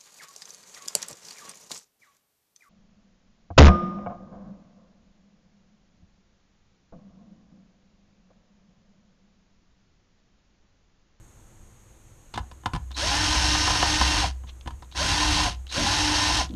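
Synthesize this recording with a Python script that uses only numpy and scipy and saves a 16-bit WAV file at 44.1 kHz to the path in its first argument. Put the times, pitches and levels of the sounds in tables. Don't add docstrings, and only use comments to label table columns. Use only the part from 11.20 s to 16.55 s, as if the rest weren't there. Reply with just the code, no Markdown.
import sys
import numpy as np
from scipy import signal
from scipy.fft import rfft, irfft
from scipy.io import wavfile

SR = 44100
rng = np.random.default_rng(int(sys.argv[2]) if len(sys.argv) > 2 else 0)


def log_audio(samples):
    frames = np.atleast_2d(samples).T
    limited = np.clip(frames, -1, 1)
    pcm = np.round(limited * 32767).astype(np.int16)
    wavfile.write(sys.argv[1], SR, pcm)


N = 235979
TIME = np.arange(N) / SR

# f/Hz, relative level/dB, t60/s
COVER_MODES = [(515, -14, 0.068), (730, -7, 0.065), (831, -7.5, 0.076), (937, -7, 0.07), (979, -1, 0.048),
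               (1028, -1.2, 0.068), (1288, -7.5, .035), (1490, -9.5, 0.033), (1720, -6.5, 0.035),
               (2080, -18, 0.055), (2900, -9, 0.016), (3120, -13, 0.028), (3590, -15, 0.03)]
# t/s, relative levels of ring/dB, crack/dB, thud/dB
COVER_KNOCKS = [(1.139, -39, -35, -43), (1.157, -32, -41, -34), (1.175, -15.5, -30.5, -36),
                (1.188, -25, -45, -39), (1.313, -37, -47, -48), (1.435, -38, -67, -47),
                (1.458, -13, -27, -31), (1.534, -26, -32, -23.5), (1.549, -24, -36, -35),
                (1.56, -22.5, -38, -33), (1.707, -37.5, -52, -46), (3.236, -39, -68, -42),
                (3.459, -32.5, -49.5, -32), (3.474, -22.5, -35.5, -39), (3.506, -36, -47, -44),
                (3.623, -35, -45, -45), (3.750, -35, -44, -42)]
# start/s, gears engage/s, take-up of play/s, let go/s, braking time/s, top speed/Hz,
# base levels of rattle/dB, hum/dB, overtones/dB, chatter/dB, whine/dB, squeal/dB,
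# squeal length/s, bench boom/dB
TRIGGER_PULLS = [(1.737, 1.763, .0045, 3.006, .135, 305.4, -25.1, -39.8, -26.8, -35.5, -45, -41, .016, -35.8),
                 (3.715, 3.758, .006, 4.231, .14, 303.2, -24.7, -39, -29.5, -32.5, -44, -54, .02, -35),
                 (4.483, 4.519, .012, 5.187, .098, 301.6, -24.8, -36.5, -28.5, -33.3, -39.5, -43, .05, -38)]


def from_db(db):
    return 10 ** (np.asarray(db) / 20)


def rms_one(x):
    return x / np.sqrt(np.mean(x ** 2) + 1e-20)


def drift(rate_hz):
    step = 40
    pole = np.exp(-2 * np.pi * rate_hz * step / SR)
    white = rng.standard_normal(N // step + 2002)
    slow = signal.lfilter([1], [1, -2 * pole, pole * pole], white)[2000:]
    return np.interp(np.arange(N) / step, np.arange(len(slow)), rms_one(slow))


def colour(x, spectrum):
    hz, db = np.array(sorted(spectrum)).T
    log_f = np.log(np.maximum(np.fft.rfftfreq(N, 1 / SR), 1))
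    outside = np.maximum(np.log(hz[0]) - log_f, 0) + np.maximum(log_f - np.log(hz[-1]), 0)
    gain = from_db(np.interp(log_f, np.log(hz), db) - 60 * outside)
    return rms_one(irfft(rfft(x) * gain, N))


def noise(spectrum):
    return colour(rng.standard_normal(N), spectrum)


def decay(t60_s):
    return from_db(-60 / (t60_s * SR))


def ring(drive, hz, t60_s):
    r, w = decay(t60_s), 2 * np.pi * hz / SR
    return signal.lfilter([0, np.sin(w)], [1, -2 * r * np.cos(w), r * r], drive + 1e-18)


def clicks(times_s, levels_db):
    out = np.zeros(N)
    out[np.round(times_s * SR).astype(int)] = from_db(levels_db)
    return out


def fade(x, t60_s):
    return signal.lfilter([1], [1, -decay(t60_s)], x + 1e-18)


def envelope(start_s, length_s, attack_s, t60_s):
    swell = np.clip((TIME - start_s) / attack_s, 0, 1) ** 2
    return swell * from_db(-60 * np.clip((TIME - start_s - length_s) / t60_s, 0, 3))


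def strokes(rows, attack_s, t60_s):
    return sum(from_db(db) * envelope(t, length, attack_s, t60_s) for t, length, db in rows)


def strike(modes, times_s, levels_db):
    scatter_db = rng.normal(0, 1.3, (len(times_s), len(modes)))
    return sum((-1) ** k * ring(clicks(times_s, levels_db + db + scatter_db[:, k]), hz, t60)
               for k, (hz, db, t60) in enumerate(modes))


def excite(modes, drive):
    return rms_one(sum((-1) ** k * from_db(db) * ring(drive, hz, t60)
                       for k, (hz, db, t60) in enumerate(modes)))


def tones(turns, orders, flutter_db, wander_rad, rate_hz):
    return sum(np.sqrt(2) * from_db(db + flutter_db * drift(rate_hz))
               * np.sin(2 * np.pi * order * turns + wander_rad * drift(rate_hz)) for order, db in orders)


def impacts(speed_hz, per_turn, spread_db):
    chance = np.clip(per_turn * speed_hz / SR, 1e-3, 1)
    sizes = from_db(spread_db * np.clip(rng.standard_normal(N), -2, 2)) * rng.choice([-1, 1], N)
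    return rms_one((rng.random(N) < chance) * sizes / np.sqrt(chance))


def noise_floor():
    # f/Hz, relative density/dB
    room = [(12, -40), (20, 2.5), (80, -9), (112, -6.5), (184, -21.5), (211, -14.5), (290, -24.5),
            (325, -15.5), (389, -25), (523, -23), (613, -27), (656, -28.5), (786, -26), (4500, -39.5),
            (5850, -70), (9900, -120)]
    hiss = [(2650, -56), (4500, -23), (5890, -7), (6250, -3), (6560, 5), (6990, -3), (8710, -5.5),
            (9380, -11.5), (12600, -13), (14100, -21), (14500, -21)]
    return from_db(-52) * noise(room) + from_db(-63.5) * noise(hiss)


def bench(boom_hz=64.8, shove_rise_s=.08):
    # peak t/s, level/dB, t60/s
    shoves = [(1.2, -46, 2.0), (1.6, -36, 3.0), (2.14, -32.5, 1.6), (2.85, -24.5, .22), (3.09, -37, 1.4),
              (3.54, -41, .6), (3.8, -37, .6), (4.1, -28, .25), (4.36, -41, 1.0), (5.1, -38, 1.2)]
    # f/Hz, relative density/dB
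    rumble_spectrum = [(12, -44), (20, -25), (49, -1), (65, -9), (99, -4.5), (130, -21.5), (162, -12),
                       (206, -26), (230, -26), (300, -49), (510, -120)]
    runs = [(start, let_go + braking / 3 - start, boom_db)
            for start, _, _, let_go, braking, *_, boom_db in TRIGGER_PULLS]
    shoved = sum(from_db(db) * envelope(t - shove_rise_s, shove_rise_s, shove_rise_s, t60)
                 for t, db, t60 in shoves)
    sway = from_db(2 * drift(4)) * strokes(runs, attack_s=.2, t60_s=1.3) + shoved
    boom = sway * np.sqrt(2) * np.sin(2 * np.pi * boom_hz * TIME + .71 * drift(2.2))
    jolts = strokes([(t, .015, thud_db - 8) for t, _, _, thud_db in COVER_KNOCKS], .005, t60_s=.25)
    shaking = from_db(5) * strokes(runs, attack_s=.13, t60_s=.33)
    return boom + (shaking + jolts) * noise(rumble_spectrum)


def slides_and_ticks():
    # t/s, length/s, level/dB
    slides = [(1.133, .027, -44), (3.263, .02, -53), (3.281, .016, -47)]
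    # t/s, level/dB
    ticks = [(1.716, -36.5), (1.7255, -43), (3.4107, -43.5), (3.6451, -52), (3.7147, -44), (3.7239, -37.5),
             (4.3436, -42), (4.357, -46), (4.468, -39), (4.478, -45), (5.2924, -43), (5.3072, -44),
             (5.3388, -47)]
    # f/Hz, relative density/dB
    spectrum = [(500, -3), (2000, -4), (3800, 6.5), (5000, -10), (6300, -5), (8000, -43), (14000, -43)]
    times_s, levels_db = np.array(ticks).T
    ticking = fade(clicks(times_s, levels_db), t60_s=.019)
    return (ticking + strokes(slides, attack_s=.011, t60_s=.045)) * noise(spectrum)


def crack(times_s, levels_db, rise_s, t60_s):
    # f/Hz, relative density/dB
    spectrum = [(200, 11), (600, 1), (1000, 12.5), (1800, -3), (2500, 0.5), (3700, 1.5), (6000, -7.5),
                (7500, -12.5), (9300, -11.5), (10500, -21), (14000, -36)]
    swell = fade(clicks(times_s, levels_db), rise_s) * (1 - decay(rise_s))
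    return fade(swell, t60_s) * noise(spectrum)


def knocks():
    # f/Hz, relative level/dB, t60/s
    bench_modes = [(61.6, -6.5, 0.49), (88, -4, 0.34), (119, 1, 0.074), (158, -5, 0.11), (172, -8, 0.07),
                   (240, -4.5, 0.085), (333, -11, 0.11)]
    times_s, ring_db, crack_db, thud_db = np.array(COVER_KNOCKS).T
    cover = strike(COVER_MODES, times_s, ring_db - 7)
    thud = strike(bench_modes, times_s, thud_db + .5)
    return cover + thud + crack(times_s, crack_db + 3.5, rise_s=.005, t60_s=.043)


def pull(name):
    columns = ["start", "engage", "take-up", "let go", "braking", "top speed", "rattle", "hum", "overtones",
               "chatter", "whine", "squeal", "squeal length", "boom"]
    rows = np.array(TRIGGER_PULLS)
    latest = np.maximum(np.searchsorted(rows[:, 0], TIME) - 1, 0)
    return rows[latest, columns.index(name)]


def throttle(spin_up_s=.37):
    driven = 1 - np.clip(1 - (TIME - pull("start")) / spin_up_s, 0, 1) ** 3.5
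    braked = 1 - np.clip((TIME - pull("let go")) / pull("braking"), 0, 1) ** 1.4
    meshed = .5 + .5 * np.tanh(.5 * (TIME - pull("engage")) / pull("take-up"))
    return driven * braked, meshed * driven ** .72 * braked ** 2.1


def squeal(hz=4000):
    gate = envelope(pull("start"), pull("squeal length"), attack_s=.011, t60_s=.08)
    return from_db(pull("squeal")) * gate * np.sqrt(2) * np.sin(2 * np.pi * hz * TIME + 1.8 * drift(140))


def motor(turns, pace, effort):
    # shaft order, relative level/dB
    orders = [(2, -22.5), (3, -16.5), (4, -16.5), (5, -17), (6, -12), (7, -28), (9, -17), (10, -18),
              (12, -22)]
    unbalance = from_db(pull("hum") + 2.8 * drift(9)) * pace ** 5
    hum = unbalance * np.sqrt(2) * np.sin(2 * np.pi * turns + .2 * drift(12))
    overtones = tones(turns, orders, flutter_db=1.5, wander_rad=.42, rate_hz=6.5)
    return hum + from_db(pull("overtones")) * effort * pace ** 1.7 * overtones


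def gear_rattle(speed_hz, turns, pace, effort):
    # f/Hz, relative density/dB
    body = [(150, -38), (280, 4), (420, -9.5), (620, -5), (1200, -6), (1500, .5), (2300, -3.5), (2800, 0.5),
            (3500, -1), (4400, 0.5), (4900, -1), (5500, -1.5), (6100, -4), (6450, -3)]
    treble = [(6900, -9), (7800, -12.5), (8700, -11.5), (10200, -21), (11000, -18), (12000, -32),
              (13000, -32), (14000, -37)]
    # f/Hz, relative level/dB, t60/s
    housing_modes = [(2770, -1.5, 0.047), (3180, -2, 0.064), (3910, 2.5, 0.04), (4450, 2, 0.033),
                     (5340, -0.5, 0.022), (5620, -2, 0.029), (6406, 1.5, 0.038)]
    stroke_db = (1 + 6 * (1 - pace) ** 2) * (pace > 0)
    clash = from_db(stroke_db * np.sin(2 * np.pi * turns) + .82 * drift(140))
    teeth = colour(impacts(speed_hz, per_turn=30, spread_db=.5) * clash, body + treble)
    housing = excite(housing_modes, impacts(speed_hz, per_turn=12, spread_db=7) * clash)
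    return from_db(pull("rattle")) * effort * (from_db(-1.2) * teeth + from_db(-8.7) * housing)


def resonance(pace, centre, width, peak_db):
    return from_db(peak_db) * np.exp(-.5 * ((pace - centre) / width) ** 2)


def bit_chatter(speed_hz, pace, effort):
    chatter = from_db(pull("chatter") + 2 * drift(8)) * effort
    judder = (TIME > pull("let go")) * resonance(pace, centre=.83, width=.07, peak_db=-32)
    return (chatter + judder) * excite(COVER_MODES[1:6], impacts(speed_hz, per_turn=2, spread_db=3))


def bright_whirr(effort):
    # t/s, level re rattle/dB
    whirr = [(1.73, -15), (2.35, -6), (2.9, -13), (4.1, -26), (4.7, -14), (5.0, -10.5)]
    # f/Hz, relative density/dB
    spectrum = [(4900, -18), (5300, 3), (5650, -3), (6000, -6), (6500, -19)]
    level_db = pull("rattle") + np.interp(TIME, *np.transpose(whirr))
    return from_db(level_db) * effort * noise(spectrum)


def gear_whine(turns, pace):
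    # shaft order, centre/pace, width/pace, peak level/dB
    resonances = [(2.9, .68, .055, -33), (2.9, .935, .022, -32), (8.7, .6, .07, -37)]
    # shaft order, relative level/dB
    orders = [(2.9, 0.5), (4.85, -17.5), (5.8, -26.5), (8.7, -5.5), (9.33, -7), (10.33, -4), (11.6, -14)]
    # f/Hz, relative gain/dB
    body_path = [(350, 16), (560, 4), (900, 7.5), (1200, -9), (1700, -3), (2200, -0.5), (3200, 0)]
    braking = TIME > pull("let go")
    glides = sum(resonance(pace, centre, width, db)
                 * tones(turns, [(order, 0)], flutter_db=.5, wander_rad=.65, rate_hz=36)
                 for order, centre, width, db in resonances)
    rough = colour(tones(turns, orders, flutter_db=1, wander_rad=1.1, rate_hz=48), body_path)
    running = from_db(pull("whine")) * pace ** 3
    yelp = braking * resonance(pace, centre=.83, width=.06, peak_db=-31)
    return ~braking * glides + (running + yelp) * rough


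def drill():
    pace, effort = throttle()
    speed_hz = pull("top speed") * pace * (1 + .001 * drift(15))
    turns = np.cumsum(speed_hz) / SR
    return (motor(turns, pace, effort) + gear_rattle(speed_hz, turns, pace, effort)
            + bit_chatter(speed_hz, pace, effort) + gear_whine(turns, pace) + bright_whirr(effort))


def slips():
    # t/s, relative levels of ring/dB, crack/dB
    jumps = [(2.15, -16, -30), (2.349, -13, -29), (2.475, -5, -27), (2.503, -10, -32), (2.555, -12.5, -32),
             (2.627, -2.8, -21), (2.812, -5.2, -20), (4.663, -21, -26.5), (4.994, -25, -26)]
    times_s, ring_db, crack_db = np.array(jumps).T
    clack = crack(times_s, crack_db + 3, rise_s=.004, t60_s=.038)
    return clack + strike(COVER_MODES, times_s, ring_db - 11.5)


def hand_rubs():
    # t/s, length/s, level/dB
    rubs = [(4.555, .11, -30.5), (5.28, .07, -37.5)]
    friction = noise([(70, -5), (120, 0), (300, 3.5), (420, -15), (700, -25)])
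    return strokes(rubs, attack_s=.022, t60_s=.1) * friction


def workshop(x, t60_s, wet_db):
    lag_s = np.arange(SR // 2) / SR
    tail = rng.standard_normal(len(lag_s)) * from_db(-60 * lag_s / t60_s) * (lag_s > .008)
    tail = signal.sosfilt(signal.butter(1, 2500, fs=SR, output="sos"), tail)
    return x + from_db(wet_db) * signal.fftconvolve(x, tail / np.linalg.norm(tail))[:N]


def scene():
    work = drill() + squeal() + knocks() + slips() + slides_and_ticks()
    mono = workshop(work, t60_s=.22, wet_db=-21) + noise_floor() + bench() + hand_rubs()
    return np.tile(mono, (2, 1))


def record(dry):
    cutoff_hz = 14100
    return signal.sosfilt(signal.ellip(10, .1, 80, cutoff_hz, fs=SR, output="sos"), dry)


dry = scene()
out = record(dry)
log_audio(out)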